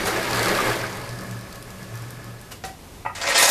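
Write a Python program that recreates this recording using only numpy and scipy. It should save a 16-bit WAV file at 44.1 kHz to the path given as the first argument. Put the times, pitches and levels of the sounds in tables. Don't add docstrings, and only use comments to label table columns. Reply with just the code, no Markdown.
import sys
import numpy as np
from scipy import signal
from scipy.io import wavfile
from scipy.ndimage import uniform_filter1d

SR = 44100
rng = np.random.default_rng(int(sys.argv[2]) if len(sys.argv) > 2 else 0)


def transcribe(u):
    v = np.clip(np.atleast_2d(u).T, -1, 1)
    q = np.round(v * 32767).astype(np.int16)
    wavfile.write(sys.argv[1], SR, q)


def invert_db(x):
    u = np.asarray(x, float) / 20
    return 10 ** u


N = 154350

# (time [s], level [dB]); the last row is the stop
ROLLING_FORCE = [(0, -26), (.1, -26), (.28, -25.5), (.38, -23), (.5, -23), (.7, -24), (.8, -28.5),
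                 (.93, -32), (1.12, -35.5), (1.25, -36.5), (1.54, -40), (1.76, -43), (1.95, -38.5),
                 (2.3, -43), (2.501, -48)]
ROLL_END_S = ROLLING_FORCE[-1][0]


def evened(x):
    return x / np.sqrt(np.mean(x ** 2) + 1e-20)


def add(mix, s, sound):
    part = mix[round(s * SR):][:len(sound)]
    part += sound[:len(part)]


def colour(x, points):
    hz, db = np.transpose(points)
    bin_hz = np.abs(np.fft.fftfreq(4096, 1 / SR))
    log_gain = np.log(invert_db(np.interp(np.log(bin_hz + 1), np.log(hz + 1), db)))
    taps = np.fft.ifft(np.exp(np.conj(signal.hilbert(log_gain)))).real
    return signal.oaconvolve(x, taps / np.linalg.norm(taps))[:len(x)]


def resonate(x, hz, width_hz):
    radius = np.exp(-np.pi * width_hz / SR)
    pole = radius * np.exp(2j * np.pi * hz / SR)
    return np.sqrt(2 * (1 - radius ** 2)) * signal.lfilter([1], [1, -pole], x).imag


def ring(x, modes):
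    return sum(invert_db(db) * resonate(x, hz, 2.2 / t60) for hz, db, t60 in modes)


def dull(x, edge_hz):
    leak_db = -21.5
    low = signal.sosfilt(signal.butter(5, edge_hz, fs=SR, output="sos"), x)
    return low + invert_db(leak_db) * x


def clicks(count, per_s, spread_db):
    chance, side, size = rng.random((3, count))
    size_db = spread_db * np.minimum(-np.log(size + 1e-9), 4)
    return evened((chance < per_s / SR) * np.sign(side - .5) * invert_db(size_db))


def slow(rate_hz):
    hz = np.geomspace(rate_hz / 10, rate_hz, 24)[:, None]
    at = np.arange(0, N + 32, 32)
    waves = np.sin(2 * np.pi * (hz * at / SR + rng.random(hz.shape)))
    return evened(np.interp(np.arange(N), at, np.sum(waves, 0)))


def patchy(x, depth_db):
    z = signal.stft(x, nperseg=512, noverlap=384)[2]
    field = rng.standard_normal(z.shape[::-1])
    field = uniform_filter1d(field, size=12, axis=0)
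    field = uniform_filter1d(field, size=6, axis=1)
    return signal.istft(z * invert_db(depth_db * evened(field).T), nperseg=512, noverlap=384)[1][:N]


def swells(rows, hz, wander):
    t = np.arange(N) / SR
    power = sum(invert_db(2 * db) * np.exp(-(3.63 * (t - s) / length) ** 2) for s, db, length in rows)
    level = np.sqrt(2 * power) * invert_db(0.71 * slow(25.9))
    cycles = np.cumsum(hz * (1 + wander * slow(19))) / SR
    return level * np.sin(2 * np.pi * cycles)


def bumps(rows, spectrum, modes):
    modes_db = -6
    snap = 3
    out, t = np.zeros(N), np.arange(SR // 4) / SR
    for s, db, rise, t60, edge_hz in rows:
        grit = .5 * clicks(len(t), 4000, 2.5) + rng.standard_normal(len(t))
        grit[round(rise * SR)] = snap
        push = grit * np.minimum(t / rise, 1) ** 2 * invert_db(db - 60 * np.maximum(t - rise, 0) / t60)
        add(out, s, dull(colour(push, spectrum) + invert_db(modes_db) * ring(push, modes), edge_hz))
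    return out


def force_db():
    stop_t60_s = 0.13
    t = np.arange(N) / SR
    s, db = np.transpose(ROLLING_FORCE)
    return np.interp(t, s, db) - 60 * np.maximum(t - ROLL_END_S, 0) / stop_t60_s


def rolling():
    # (frequency [Hz], density [dB per Hz])
    fast_hiss = [(18, -60), (30, -54), (54, -49), (80, -20), (114, -14), (281, -9.5), (336, 3), (800, -5.5),
                 (1610, -9), (14000, -26.5)]
    # (frequency [Hz], density [dB per Hz])
    slow_hiss = [(18, -18), (30, -37), (120, -0.5), (260, -12), (1460, -13.5), (1700, -14.5), (2840, -23),
                 (8810, -27), (14000, -33)]
    # (frequency [Hz], width [Hz], level when fast [dB], level when slow [dB])
    rail_notes = [(352, 24, -10.5, -26), (422, 60, -12, -13.5), (567, 38, -24, -12), (662, 17, -19, -18),
                  (1111, 33, -44, -15), (1266, 26, -18.5, -17), (1705, 70, -14, -71),
                  (2200, 500, -13, -14.5), (4750, 770, -24, -18.5)]
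    # (frequency [Hz], width [Hz], when fast [dB], when slow [dB])
    slow_note = (1715, 50, -36, -11)
    fast_at_db, slow_at_db = -25, -35.5
    contacts_per_s, contact_spread_db, contact_share = 4000, 2, 0.99

    db = force_db()
    fast = np.clip((db - slow_at_db) / (fast_at_db - slow_at_db), 0, 1)
    contacts = contact_share * clicks(N, contacts_per_s, contact_spread_db)
    drive = evened(contacts + rng.standard_normal(N)) * invert_db(0.19 * slow(56))
    out = np.sqrt(fast) * colour(drive, fast_hiss)
    out = out + np.sqrt(1 - fast) * invert_db(-4.5) * colour(drive[::-1], slow_hiss)
    for hz, width_hz, fast_db, slow_db in list(rail_notes) + [slow_note]:
        out = out + invert_db(slow_db + (fast_db - slow_db) * fast) * resonate(drive, hz, width_hz)
    return invert_db(db) * patchy(out, 1.1)


def bench():
    # (peak time [s], level [dB], length [s])
    hum = [(0.153, -41.5, 0.22), (.39, -32.5, 0.31), (0.556, -37, 0.15), (0.702, -30.5, 0.11),
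           (.83, -35.5, 0.1), (0.973, -41, 0.28), (1.131, -32, 0.15), (1.344, -32, 0.19),
           (1.587, -46.5, 0.54), (1.84, -41, .12), (1.948, -33, 0.12), (2.045, -34.5, 0.18),
           (2.18, -39.5, 0.16), (2.314, -38, 0.25)]
    # (peak time [s], level [dB], length [s])
    shelf = [
        (.05, -42, 0.81),
        (.5, -37.5, 0.44),
        (.92, -40, 0.17),
        (1.33, -41.5, 0.43),
        (1.8, -42.5, 0.32),
        (2.3, -48, 0.25),
    ]
    # (peak time [s], level [dB], length [s])
    sway = [
        (.02, -39.5, 0.21),
        (.36, -47, 0.21),
    ]
    # (peak time [s], level [dB], length [s])
    thump = [
        (3.12, -43, 0.13),
        (3.22, -48, 0.22),
    ]
    return (swells(hum, 118, 0.018) + swells(shelf, 188.7, 0.0066)
            + swells(sway, 54.3, 0.056) + swells(thump, 100, 0.081))


def air():
    # (frequency [Hz], density [dB per Hz])
    air_spectrum = [(15, -21), (25, -7), (155, -11), (192, -13.5), (525, -19.5), (1360, -26.5),
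                    (1780, -29.5), (1920, -28), (14000, -36.5)]
    return invert_db(-43.5 + 0.99 * slow(8)) * colour(rng.standard_normal(N), air_spectrum)


def block_bumps():
    # (time [s], level [dB], rise [s], t60 [s], dull edge [Hz])
    pushes = [
        (.036, -28.5, 0.022, 0.21, 15900),
        (.06, -25, 0.013, 0.14, 16000),
        (2.638, -26.5, 0.00039, 0.05, 2310),
        (2.638, -28.5, 0.00036, 0.085, 6240),
        (2.647, -34.5, 0.00057, 0.22, 14300),
        (2.845, -50, 0.008, 0.061, 2200),
    ]
    # (time [s], level [dB], rise [s], t60 [s], dull edge [Hz])
    grazes = [
        (2.501, -34, 0.021, 0.073, 15900),
        (2.506, -45, 0.0029, 0.023, 3620),
    ]
    # (frequency [Hz], density [dB per Hz])
    block_body = [(88, -45), (150, -17), (434, 5.5), (1800, -1), (3310, -4), (5740, -3.5), (14000, -9.5)]
    # (frequency [Hz], level [dB], t60 [s])
    block_modes = [(393, -7, .04), (494, -7, .05), (775, 2, .05), (1040, -10, .03), (1577, -11, .03),
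                   (1943, -8, .035), (2331, -15, .03)]
    # (frequency [Hz], level [dB], t60 [s])
    graze_modes = [(450, -6, .02), (1696, -12, .02), (2929, -9, .02)]
    return bumps(pushes, block_body, block_modes) + bumps(grazes, block_body, graze_modes)


def surges():
    # (time [s], level [dB], note [Hz])
    flares = [(.065, -24, 1360), (.15, -26, 1660), (.17, -28, 665), (0.313, -27.5, 350), (.365, -47, 620),
              (0.451, -29, 432), (.465, -23, 1130), (.5, -35, 1560), (.53, -41, 400), (0.583, -22, 1220),
              (0.619, -25.5, 570), (0.709, -32, 1620), (.76, -30, 610), (.83, -29, 1590)]
    rise_s, t60_s, width_hz = 0.0073, .12, 60
    out, t = np.zeros(N), np.arange(SR // 5) / SR
    shape = np.minimum(t / rise_s, 1) * invert_db(-60 * np.maximum(t - rise_s, 0) / t60_s)
    for s, db, hz in flares:
        grit = rng.standard_normal(len(t))
        add(out, s, invert_db(db) * resonate(shape * grit, hz, width_hz))
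    return out


def ticks():
    # (time [s], peak level [dB], ring [Hz], treble share [dB])
    ball_ticks = [(0.1745, -21.5, 4730, -6), (0.31, -18, 4560, -1), (0.3316, -15.5, 4330, -8),
                  (0.3605, -25, 3890, -4), (0.394, -14, 4550, -3), (0.4304, -16.5, 4440, 0),
                  (0.458, -11.5, 5040, -4), (0.4907, -12.5, 4400, -10), (0.551, -15, 4250, -14),
                  (0.6054, -22, 4380, 0), (0.6967, -18, 3850, -16), (0.7426, -32, 4450, -16),
                  (0.7941, -28, 4730, -10), (0.8145, -20.5, 5240, -8), (0.867, -27, 5120, -6),
                  (0.8807, -32, 3800, -6), (0.9284, -28.5, 5520, -6), (0.955, -35, 5310, 3),
                  (1.0147, -27, 4120, -3), (1.0914, -24, 4740, -4), (1.1094, -32, 5060, -6),
                  (1.1364, -43, 4550, 2), (1.189, -29, 4930, -6), (1.2097, -29.5, 5100, 0),
                  (1.236, -39, 6470, 11), (1.289, -37, 5220, -6), (1.311, -31, 5840, 4),
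                  (1.3915, -31, 5030, -1), (1.411, -32, 4550, 3), (1.5265, -30.5, 4130, 4),
                  (1.5574, -28, 4600, 2.5), (1.6256, -31.5, 5030, 7), (1.705, -32.5, 4960, 5),
                  (1.8292, -28.5, 4990, -6), (1.955, -33, 5430, 6), (1.975, -32, 4660, 3),
                  (2.022, -36, 5720, 5), (2.1058, -31.5, 4870, 9.5), (2.2434, -33.5, 4730, 4),
                  (2.413, -34, 7950, 4)]
    small_per_s, small_db, small_ring_hz, small_treble_db = 70, -2.5, 4830, -1
    tick_db, t60_s, width_hz = -5, .014, 1700
    treble_hz, low_cut_hz = 8150, 3400

    db = force_db()
    rows = list(ball_ticks)
    for when, size, pitch in rng.random((round(small_per_s * ROLL_END_S), 3)):
        s = when * ROLL_END_S
        peak_db = db[int(s * SR)] + small_db + 7 * size ** 2
        rows.append((s, peak_db, small_ring_hz * (0.54 + 0.13 * pitch), small_treble_db))

    out, t = np.zeros(N), np.arange(900) / SR
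    high = signal.butter(3, treble_hz, "high", fs=SR, output="sos")
    for s, peak_db, hz, treble_db in rows:
        snap = rng.standard_normal(len(t))
        snap = snap / np.linalg.norm(snap[:20]) * np.sqrt(20)
        snap = snap * invert_db(peak_db + tick_db - 60 * t / t60_s)
        add(out, s, resonate(snap, hz, width_hz) + invert_db(treble_db) * signal.sosfilt(high, snap))
    return signal.sosfilt(signal.butter(3, low_cut_hz, "high", fs=SR, output="sos"), out)


def bracket_knocks():
    # (time [s], level [dB], rise [s], t60 [s], dull edge [Hz])
    knocks = [
        (3.049, -37, 0.0011, 0.18, 3020),
        (3.059, -28.5, 0.0035, 0.036, 3030),
        (3.066, -40, 0.0034, 0.035, 2800),
        (3.087, -37.5, 0.0068, 0.084, 2200),
    ]
    # (frequency [Hz], density [dB per Hz])
    bracket_body = [(250, -33), (560, 1.5), (1300, -2.5), (2600, 0), (3400, -34)]
    # (frequency [Hz], level [dB], t60 [s])
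    bracket_modes = [(593, -3, .05), (890, -2, .04), (980, 1, .05), (1258, 5, .05), (1378, -1, .05),
                     (1940, 1, .05), (2300, -6, .04), (2600, -2, .035)]
    return bumps(knocks, bracket_body, bracket_modes)


def clatter():
    # (time [s], peak level [dB], dull edge [Hz])
    blows = [(3.148, -27.5, 12000), (3.152, -19, 6960), (3.179, -18.5, 2780), (3.212, -13.5, 7500),
             (3.232, -8.5, 2630), (3.25, -17.5, 8800), (3.267, -7.5, 4900), (3.284, -14.5, 11300),
             (3.293, -15, 8900), (3.319, -10, 5700), (3.344, -11, 9200), (3.353, -4, 7700),
             (3.376, -4, 14300), (3.392, -7.5, 12100), (3.41, -3.5, 12100), (3.425, -7.5, 9200),
             (3.436, -18, 9300), (3.454, -19, 9500), (3.474, -6.5, 11000), (3.489, -5, 14100)]
    # (frequency [Hz], density [dB per Hz])
    clatter_body = [(120, -30), (200, -22.5), (393, -18), (522, -2.5), (1250, -9), (1880, -5.5), (2780, -9),
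                    (7930, -8), (14000, -13)]
    # (frequency [Hz], level [dB], t60 [s])
    part_modes = [(611, -8, .15), (697, -8, .12), (1040, -10, .1), (1346, -8, .2), (1680, -9, .15),
                  (2289, -9, .2), (2517, -10, .2), (2612, -10, .2), (6290, -12, .03), (7714, -14, .03),
                  (9500, -15, .1)]
    # (frequency [Hz], level [dB], t60 [s])
    bar_modes = [(537, -3, .25), (1892, -3, .35), (2085, -6, .35), (3684, -11, .3), (5808, -10, .3),
                 (10160, -14, .3)]
    blow_db, blow_t60_s, ring_db = -11.5, 0.41, -13.5
    rattle_per_s, rattle_spread_db = 2800, 4.5

    drive, t = np.zeros(N), np.arange(SR // 2) / SR
    for s, db, edge_hz in blows:
        rattle = .45 * clicks(len(t), rattle_per_s, rattle_spread_db) + rng.standard_normal(len(t))
        burst = rattle * np.minimum(t / 0.003, 1) * invert_db(db + blow_db - 60 * t / blow_t60_s)
        add(drive, s, dull(burst, edge_hz))
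    drive = drive * invert_db(1.34 * slow(120))
    body = patchy(colour(drive, clatter_body), 2.0)
    body = body + invert_db(ring_db) * ring(drive, list(part_modes) + list(bar_modes))
    return signal.sosfilt(signal.butter(2, 180, "high", fs=SR, output="sos"), body)


def room(x):
    t60_s, room_db = .3, -6.5
    taps, at = np.zeros(SR // 2), np.arange(150, SR // 2 - 20, 20)
    taps[at + rng.integers(0, 20, len(at))] = rng.choice([-1., 1.], len(at))
    taps = taps * invert_db(-60 * np.arange(len(taps)) / SR / t60_s)
    return x + invert_db(room_db) * signal.oaconvolve(x, taps / np.linalg.norm(taps))[:N]


def scene():
    impacts = block_bumps() + ticks() + bracket_knocks() + clatter()
    return (rolling() + bench() + air() + surges() + room(impacts))[None]


def low_pass(x):
    return signal.sosfilt(signal.butter(12, 14790, fs=SR, output="sos"), x)


def record(dry):
    limit, edge_hz = .9, 14000
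    soft = limit * np.tanh(dry / limit)
    edge = signal.firwin(1023, edge_hz, window=("kaiser", 10), fs=SR)
    edged = signal.oaconvolve(soft, edge[None], "same")
    return low_pass(edged)


dry = scene()
out = record(dry)
transcribe(out)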